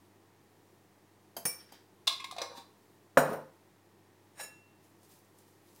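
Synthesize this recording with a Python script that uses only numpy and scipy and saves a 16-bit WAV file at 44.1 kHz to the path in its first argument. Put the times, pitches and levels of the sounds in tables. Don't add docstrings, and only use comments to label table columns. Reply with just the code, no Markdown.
import sys
import numpy as np
from scipy import signal
from scipy.fft import rfft, irfft, next_fast_len
from scipy.io import wavfile
from scipy.ndimage import uniform_filter1d

SR = 44100
rng = np.random.default_rng(int(sys.argv[2]) if len(sys.argv) > 2 else 0)


def makeup_ratio(level_db):
    decades = np.asarray(level_db, float) / 20
    return 10 ** decades


def pcm_store(signal):
    levels = np.round(np.clip(np.atleast_2d(signal), -1, 1) * 32767)
    wavfile.write(sys.argv[1], SR, levels.astype(np.int16).T)


N = 255780

# start in seconds, ring in dB, crack in dB, favoured pitch in Hz.
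JAR_LANDINGS = [(3.171, -13.5, -9.5, 800), (3.186, -23, -27.5, 800)]
# start in seconds, ring in dB, crack in dB, favoured pitch in Hz.
LID_KNOCKS = [(2.0704, -28.5, -24.5, 4150), (2.0752, -21.5, -18, 3820), (2.0928, -24, -52, 3600),
              (2.126, -33, -38, 3700), (2.1995, -35.5, -43.5, 2650), (2.2415, -32.5, -33.5, 2140),
              (2.3105, -41, -40.5, 9200), (2.3234, -45, -52, 3870), (2.3635, -50, -44, 3900),
              (2.382, -37, -36, 2820), (2.4159, -27, -33.5, 5850), (2.43, -42, -55, 2350),
              (2.5794, -63, -65, 939)]
# start in seconds, ring in dB, crack in dB, favoured pitch in Hz.
SPOON_DROPS = [(1.3655, -36, -35.5, 9000), (1.7205, -51.5, -49.5, 4000)]
# start in seconds, ring in dB, crack in dB, favoured pitch in Hz.
DISH_CLINKS = [(1.4525, -20.5, -29, 6500), (3.177, -43, -42, 9400), (3.295, -48, -60, 13000),
               (3.328, -47, -52.5, 12900)]
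# start in seconds, ring in dB, crack in dB, favoured pitch in Hz.
FORK_KNOCKS = [(3.174, -31, -36, 10100), (3.183, -33.5, -38, 10100), (4.41, -39, -54, 8350),
               (4.432, -42, -50, 6300)]
# start in seconds, ring in dB, crack in dB, favoured pitch in Hz.
FORK_LIFT = [(4.397, -39, -44, 2200)]

# pitch in Hz, relative level in dB, undamped T60 in seconds.
COUNTER_MODES = [(151, -9.5, 0.39), (199.4, -15.5, 0.15), (262, 0, 0.074), (410, -5, 0.23),
                 (442, -0.5, 0.19), (524, 3.5, 0.11), (610.8, -4.5, 0.13), (780, -5, 0.11),
                 (778, -0.5, 0.11), (867, -2.5, .12), (940, -10.5, .12), (994, -1, 0.0696),
                 (1107, -5, 0.04), (1247, -8, 0.089), (1290, -6.5, 0.055), (1415, -8, 0.028),
                 (1534, -9.5, 0.021), (1810, -16, 0.088), (2200, -17.5, 0.067)]
# pitch in Hz, relative level in dB, T60 in seconds.
LID_MODES = [(800, -16.5, .1), (1078, 4, 0.12), (1187, -5, .1), (1650, -14, 0.15), (2140, -0.5, 0.048),
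             (2430, -10.5, .08), (2600, -16.5, 0.14), (2910, -16.5, 0.12), (3320, -10.5, 0.16),
             (3757, -2.5, 0.033), (3870, -10.5, 0.08), (4070, 0, 0.044), (4730, -12.5, 0.084),
             (5150, 1, 0.034), (5930, -8, 0.051), (5850, -5, 0.03), (7180, -14.5, 0.094),
             (8100, -14, 0.098), (8600, -17.5, 0.058), (10180, -24, .08), (11000, -9.5, 0.056)]
# pitch in Hz, relative level in dB, undamped T60 in seconds.
THREAD_MODES = [(260, -24, 0.017), (516, 3, 0.062), (800, -1.5, 0.15), (940, 1.5, 0.082), (1080, -3.5, 0.1),
                (1660, 13, 0.011), (2350, -9, 0.055), (3740, -15, 0.024), (4030, 3, 0.042),
                (4700, 0, 0.042)]
# pitch in Hz, relative level in dB, undamped T60 in seconds.
SPOON_MODES = [(2270, -9, .1), (3165, 6, 0.079), (3900, -10, .06), (4750, 11.5, 0.038), (5100, -13, .05),
               (5530, -14, 0.116), (6385, 0, 0.11), (7400, -16, .1), (8600, -6, 0.11), (11020, 4, 0.056),
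               (12200, 4, .1), (13000, 0, .08), (13600, -12, .1), (14160, 0, .1), (16000, -17, 0.13)]
# pitch in Hz, relative level in dB, T60 in seconds.
DISH_MODES = [(2330, -7, .27), (4500, -26.5, .08), (4850, -17.5, .1), (5454, -8.5, 0.34), (5974, -13.5, .1),
              (6300, -8, 0.057), (6420, -5, 0.061), (6500, -27, .15), (7542, -19.5, 0.1), (8057, -21, 0.27),
              (8720, -20.5, .2), (8713, -20.5, .2), (9340, -9.5, .14), (9400, 5.5, 0.11), (10050, -16, .14),
              (11400, -20, .16), (12200, -19, .14), (12380, -15, .12), (12900, -4, 0.073),
              (13060, -12.5, .14), (14050, -14.5, .3), (14590, 0.5, .16), (14970, -14.5, .12),
              (15600, -16, .1)]
# pitch in Hz, relative level in dB, undamped T60 in seconds.
FORK_MODES = [(1264, -16, 0.25), (1707, -5.5, 0.6), (2200, -16, .1), (2713, -9.5, 0.76), (3937, -7.5, 0.27),
              (4560, -18.5, 0.12), (5340, -5, 0.21), (5706, -11, 0.09), (6891, -2.5, 0.26),
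              (8590, -1.5, 0.11), (9390, -8, 0.15), (9685, -23, .14), (10350, -10.5, 0.083),
              (10760, -6.5, 0.077), (11330, -13.5, .1), (12190, -18, .15), (12440, -16, .14),
              (13080, -12, .14), (14300, -13.5, .12), (14720, -10, .06)]

# frequency in Hz, relative density in dB per Hz.
COUNTER_CRACK = [(35, -43), (110, -28), (400, -15), (550, 0), (900, -10.5), (1530, -7), (2000, -22),
                 (3000, -30.5), (6800, -41.5), (15800, -45)]
# frequency in Hz, relative density in dB per Hz.
LID_CRACK = [(290, -56.5), (500, -22), (1080, -10.5), (1420, -21), (2750, -8), (3130, -13), (3520, 3.5),
             (4300, -5.5), (5420, -8), (15800, -19.5)]
# frequency in Hz, relative density in dB per Hz.
SPOON_CRACK = [(120, -48), (200, -1), (732, -2), (1140, -9.5), (3160, -18.5), (3660, -24.5), (4640, -15),
               (7070, -15.5), (15800, -15.5)]
# frequency in Hz, relative density in dB per Hz.
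DISH_CRACK = [(88, -42.5), (150, -7.5), (1070, -14.5), (2300, -15), (3660, -26), (5310, -16.5),
              (7110, -22.5), (9160, -14.5), (10700, -26), (14600, -11), (15800, -25)]
# frequency in Hz, relative density in dB per Hz.
FORK_CRACK = [(290, -49), (500, -1.5), (1500, -4.5), (1730, 0), (4970, -17), (8740, -9.5), (14700, -29),
              (15300, -39.5), (16000, -56)]

# full pressure at seconds, held seconds, ring in dB, hiss in dB.
JAR_SLIDE = [(3.205, 0.087, -45.5, -39), (3.31, 0.027, -40, -38.5), (3.36, 0.0084, -53, -46.5)]
# full pressure at seconds, held seconds, ring in dB, hiss in dB.
LID_TURN = [(2.385, 0.011, -47.5, -66), (2.418, 0.0055, -42, -54.5), (2.5, 0.032, -55.5, -68),
            (2.575, 0.0063, -50.5, -52.5)]
# full pressure at seconds, held seconds, ring in dB, hiss in dB.
SPOON_SETTLE = [(1.6, 0.012, -68.5, -63.5), (1.69, .015, -78, -66.5), (1.735, .02, -66, -62)]
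# full pressure at seconds, held seconds, ring in dB, hiss in dB.
FORK_DRAG = [(4.397, 0.013, -48.5, -48.5)]
# fullest at seconds, held seconds, rustle in dB.
TOSS = [(4.84, 0.011, -70.5), (5.036, 0.0084, -68.5), (5.116, .006, -62.5), (5.17, 0.011, -69.5),
        (5.392, .005, -68.5), (5.476, .005, -71), (5.67, 0.046, -69.5), (5.76, 0.037, -68)]
# start in seconds, level in dB, centre in Hz.
TICKS = [(4.8448, -66, 7110), (5.0315, -62, 9270), (5.0482, -62, 9610), (5.0933, -60, 12900),
         (5.1154, -60, 6370), (5.189, -62, 13760), (5.2478, -68.5, 7820), (5.3863, -57.5, 9530),
         (5.4804, -71, 4120), (5.689, -66, 5460), (5.7494, -61.5, 8990)]

# frequency in Hz, relative density in dB per Hz.
SLIDE_HISS = [(76, -48), (130, -20.5), (198, -7.5), (377, -8.5), (520, -0.5), (648, -3), (1180, -12),
              (3040, -32.5), (7820, -38.5), (9560, -43), (14600, -43), (15800, -52)]
# frequency in Hz, relative density in dB per Hz.
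SETTLE_HISS = [(470, -27.5), (800, -8), (1670, 2.5), (2660, -6), (3950, -1.5), (4330, -14), (4850, 1),
               (12000, -35), (15600, -57), (22000, -120)]
# frequency in Hz, relative density in dB per Hz.
LEAF_RUSTLE = [(2500, -8), (5000, -3.5), (9000, -4), (14000, -4), (16000, -8.5)]

# start in seconds, level in
# dB, pitch in Hz, T60 in seconds.
HOLLOW_THUMPS = [(1.3655, -39, 698, .045), (1.4525, -36.5, 505, 0.072), (1.721, -54, 306, 0.039),
                 (3.171, -11.5, 524, 0.11), (3.172, -36, 55, 0.076), (3.186, -24.5, 262, 0.067),
                 (3.295, -33.5, 227, 0.085), (3.328, -39, 512, 0.059), (4.397, -38, 815, 0.052),
                 (4.41, -48.5, 557, 0.088)]
# start in seconds, level in dB, pitch in Hz.
JAR_THUMPS = [(2.1995, -48, 1020), (2.2413, -39.5, 995), (2.3097, -43, 1170), (2.3234, -37, 742),
              (2.3635, -35.5, 726), (2.382, -30, 690), (2.4156, -27.5, 530), (2.43, -34, 1080),
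              (2.457, -49, 525), (2.5154, -38.5, 537), (2.55, -40.5, 940), (2.5788, -42.5, 258)]

# frequency in Hz, T60 in seconds.
TAIL_T60 = [(200, 0.24), (1000, 0.41), (4000, 0.37), (12000, 0.26)]
# frequency in Hz, relative density in dB per Hz.
ROOM_NOISE = [(20, -22.5), (70, -20), (130, -2.5), (165, -1.5), (250, -6.5), (320, 2.5), (420, -2.5),
              (540, -9), (630, -8.5), (920, -7.5), (1450, -16.5), (1850, -15), (2700, -20.5),
              (14500, -28.5), (16000, -28)]
# pitch in Hz, mean level in dB rms.
FRIDGE = [(100, -72.5), (200, -77), (1850, -86)]

# (rise dB per s, fall dB per s)
JAR_PACE, LID_PACE, SPOON_PACE = (630, 280), (440, 336), (900, 270)
FORK_PACE, TOSS_PACE = (590, 440), (280, 130)
PUSH_S = 0.0013
JAR_THUMP_T60_S = 0.04
SPOON_LOW_MODES = 6
TAIL_DB, ROOM_DB = -6, -64.5
BASS_HZ, TOP_HZ = 25, 16300


def span(seconds):
    return np.arange(int(seconds * SR)) / SR


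def fade(t, t60_s):
    return np.exp(-np.log(1000) * t / np.maximum(t60_s, .002))


def push(t):
    return 1 - np.exp(-(t / PUSH_S) ** 2)


def across(table, hz):
    f, v = np.transpose(table)
    return np.interp(np.log(np.maximum(hz, 1)), np.log(f), v)


def coloured(x, colour):
    hz = np.arange(len(x) // 2 + 1) * SR / len(x)
    gain = makeup_ratio(across(colour, hz))
    return irfft(rfft(x) * gain / np.sqrt(np.mean(gain ** 2)), len(x))


def convolve(x, response):
    size = next_fast_len(len(x) + len(response))
    return irfft(rfft(x, size) * rfft(response, size), size)[:len(x)]


def add_at(out, s, sound):
    start = int(s * SR)
    out[start:start + len(sound)] += sound


def walk(rate_hz):
    k = int(SR / rate_hz)
    steps = np.repeat(rng.standard_normal(N // k + 1), k)
    return 1.3 * uniform_filter1d(uniform_filter1d(steps, k), k)[:N]


def curve(rows, pace):
    s, held_s, *columns = np.transpose(rows)[:, :, None]
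    t = np.arange(N) / SR
    rise_db_per_s, fall_db_per_s = pace
    under_db = rise_db_per_s * np.maximum(s - t, 0) + fall_db_per_s * np.maximum(t - s - held_s, 0)
    return [makeup_ratio(db - under_db).max(axis=0) for db in columns]


def grit(spread_db):
    x = rng.standard_normal(N) * makeup_ratio(spread_db * rng.exponential(size=N))
    return x / np.std(x)


def ring(modes, favoured_hz, fall_db_per_oct, rise_s, split, twin_db):
    t = span(.6)
    hz, db, t60_s = np.transpose(modes)[:, :, None]
    db = db - np.minimum(fall_db_per_oct * np.abs(np.log2(hz / favoured_hz)), 13)
    turn, offset = rng.random((2, 3, len(modes), 1))
    lines = np.sin(2 * np.pi * (hz * t + np.round(turn[0]) / 2))
    for side in (1, 2):
        twin_hz = hz * (1 + (-1) ** side * split * (.5 + offset[side]))
        lines = lines + makeup_ratio(twin_db) * np.sin(2 * np.pi * (twin_hz * t + turn[side]))
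    mixed = (makeup_ratio(db) * fade(t, t60_s) * lines).sum(axis=0)
    mixed = mixed / np.sqrt(np.sum(makeup_ratio(2 * db)))
    return mixed * (1 - np.exp(-t / max(rise_s, 1e-4)))


def blows(rows, modes, crack, fall_db_per_oct, rise_s, split, twin_db, crack_t60_s):
    out, t = np.zeros(N + SR), span(.6)
    for s, ring_db, crack_db, favoured_hz in rows:
        colour = [(hz, db - 0.21 * fall_db_per_oct * max(np.log2(hz / favoured_hz), 0)) for hz, db in crack]
        burst = coloured(rng.standard_normal(len(t)), colour) * fade(t, crack_t60_s) * push(t)
        rung = ring(modes, favoured_hz, fall_db_per_oct, rise_s, split, twin_db)
        add_at(out, s, makeup_ratio(ring_db) * rung + makeup_ratio(crack_db) * burst)
    return out[:N]


def thumps(rows):
    out, t = np.zeros(N + SR), span(.6)
    for s, db, hz, t60_s in rows:
        tone = np.sin(2 * np.pi * hz * t) * fade(t, t60_s) * push(t)
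        add_at(out, s, makeup_ratio(db) * tone)
    return out[:N]


def rubbing(rows, pace, modes, colour, t60_factor, spread_db):
    ring_gain, hiss_gain = curve(rows, pace)
    damped = [(hz, db, t60_s * t60_factor) for hz, db, t60_s in modes]
    body = ring(damped, 1000, 0, rise_s=.001, split=0, twin_db=-99)
    rung = convolve(grit(spread_db) * ring_gain, body / np.linalg.norm(body))
    return rung + coloured(grit(spread_db) * hiss_gain, colour)


def jar():
    thud = blows(JAR_LANDINGS, COUNTER_MODES, COUNTER_CRACK, fall_db_per_oct=0.83, rise_s=.002,
                 split=0.045, twin_db=-12.5, crack_t60_s=0.079)
    slide = rubbing(JAR_SLIDE, JAR_PACE, COUNTER_MODES, SLIDE_HISS, t60_factor=0.76, spread_db=2.4)
    return thud + slide


def lid():
    knocks = blows(LID_KNOCKS, LID_MODES, LID_CRACK, fall_db_per_oct=20.0, rise_s=0.0022,
                   split=0.026, twin_db=-6, crack_t60_s=0.044)
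    hollow = thumps((*row, JAR_THUMP_T60_S) for row in JAR_THUMPS)
    turning = rubbing(LID_TURN, LID_PACE, THREAD_MODES, LID_CRACK, t60_factor=0.42, spread_db=1.2)
    return knocks + hollow + turning


def spoon():
    bounces = blows(SPOON_DROPS, SPOON_MODES, SPOON_CRACK, fall_db_per_oct=3.4, rise_s=0.0012,
                    split=0.0222, twin_db=-5.0, crack_t60_s=0.088)
    clinks = blows(DISH_CLINKS, DISH_MODES, DISH_CRACK, fall_db_per_oct=6.1, rise_s=0.0052,
                   split=0.0055, twin_db=-6, crack_t60_s=.08)
    settling = rubbing(SPOON_SETTLE, SPOON_PACE, SPOON_MODES[:SPOON_LOW_MODES], SETTLE_HISS,
                       t60_factor=0.21, spread_db=2.4)
    return bounces + clinks + settling


def fork():
    lying = [(hz, db, min(t60_s, .1)) for hz, db, t60_s in FORK_MODES]
    knocks = blows(FORK_KNOCKS, lying, DISH_CRACK, fall_db_per_oct=3.0, rise_s=0.0013,
                   split=0.00616, twin_db=-4.0, crack_t60_s=0.14)
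    lift = blows(FORK_LIFT, FORK_MODES, FORK_CRACK, fall_db_per_oct=1.4, rise_s=0.0044,
                 split=0.0025, twin_db=-25, crack_t60_s=0.078)
    drag = rubbing(FORK_DRAG, FORK_PACE, lying, FORK_CRACK, t60_factor=0.32, spread_db=2.8)
    return knocks + lift + drag


def leaves():
    out = coloured(grit(2.8) * curve(TOSS, TOSS_PACE)[0], LEAF_RUSTLE)
    t = span(.03)
    for s, db, hz in TICKS:
        band = [(hz / 5.6, -20), (hz, 0), (hz * 1.6, -12)]
        tick = coloured(rng.standard_normal(len(t)), band) * fade(t, 0.027)
        add_at(out, s, makeup_ratio(db) * tick)
    return out


def tail():
    t, out = span(0.54), 0
    for hz in 125 * 2. ** np.arange(8):
        band = [(hz / 2, -30), (hz / 1.1, 0), (hz * 1.5, 0), (hz * 2, -30)]
        octave = coloured(rng.standard_normal(len(t)), band) * fade(t, across(TAIL_T60, hz))
        out = out + octave * np.sqrt(hz) / np.linalg.norm(octave)
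    out = out * (1 - np.exp(-t / 0.0064))
    return out / np.linalg.norm(out)


def fridge():
    t, out = np.arange(N) / SR, 0
    for hz, db in FRIDGE:
        out = out + makeup_ratio(db + .6 * walk(6)) * np.sqrt(2) * np.sin(2 * np.pi * hz * t)
    return out


def background():
    noise = coloured(rng.standard_normal(N), ROOM_NOISE) * makeup_ratio(ROOM_DB)
    band = [(120, -22.0), (200, -11), (330, 7), (450, 0.5), (900, -18)]
    rumble = coloured(rng.standard_normal(N), band) * makeup_ratio(-75.0 + 2.5 * walk(4.8))
    return noise + rumble + fridge()


def scene():
    near = jar() + lid() + spoon() + fork() + leaves() + thumps(HOLLOW_THUMPS)
    reverb = makeup_ratio(TAIL_DB) * convolve(near, tail())
    return (near + reverb + background())[None]


def band_limit(x):
    return signal.sosfilt(signal.butter(12, 16850, fs=SR, output="sos"), x)


def record(dry):
    bass_cut = signal.butter(2, BASS_HZ, "high", fs=SR, output="sos")
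    top_cut = signal.ellip(8, .2, 70, TOP_HZ, fs=SR, output="sos")
    offset = signal.sosfilt(bass_cut, dry) - makeup_ratio(-81.5)
    mix = signal.sosfilt(top_cut, offset)
    return band_limit(mix)


dry = scene()
out = record(dry)
pcm_store(out)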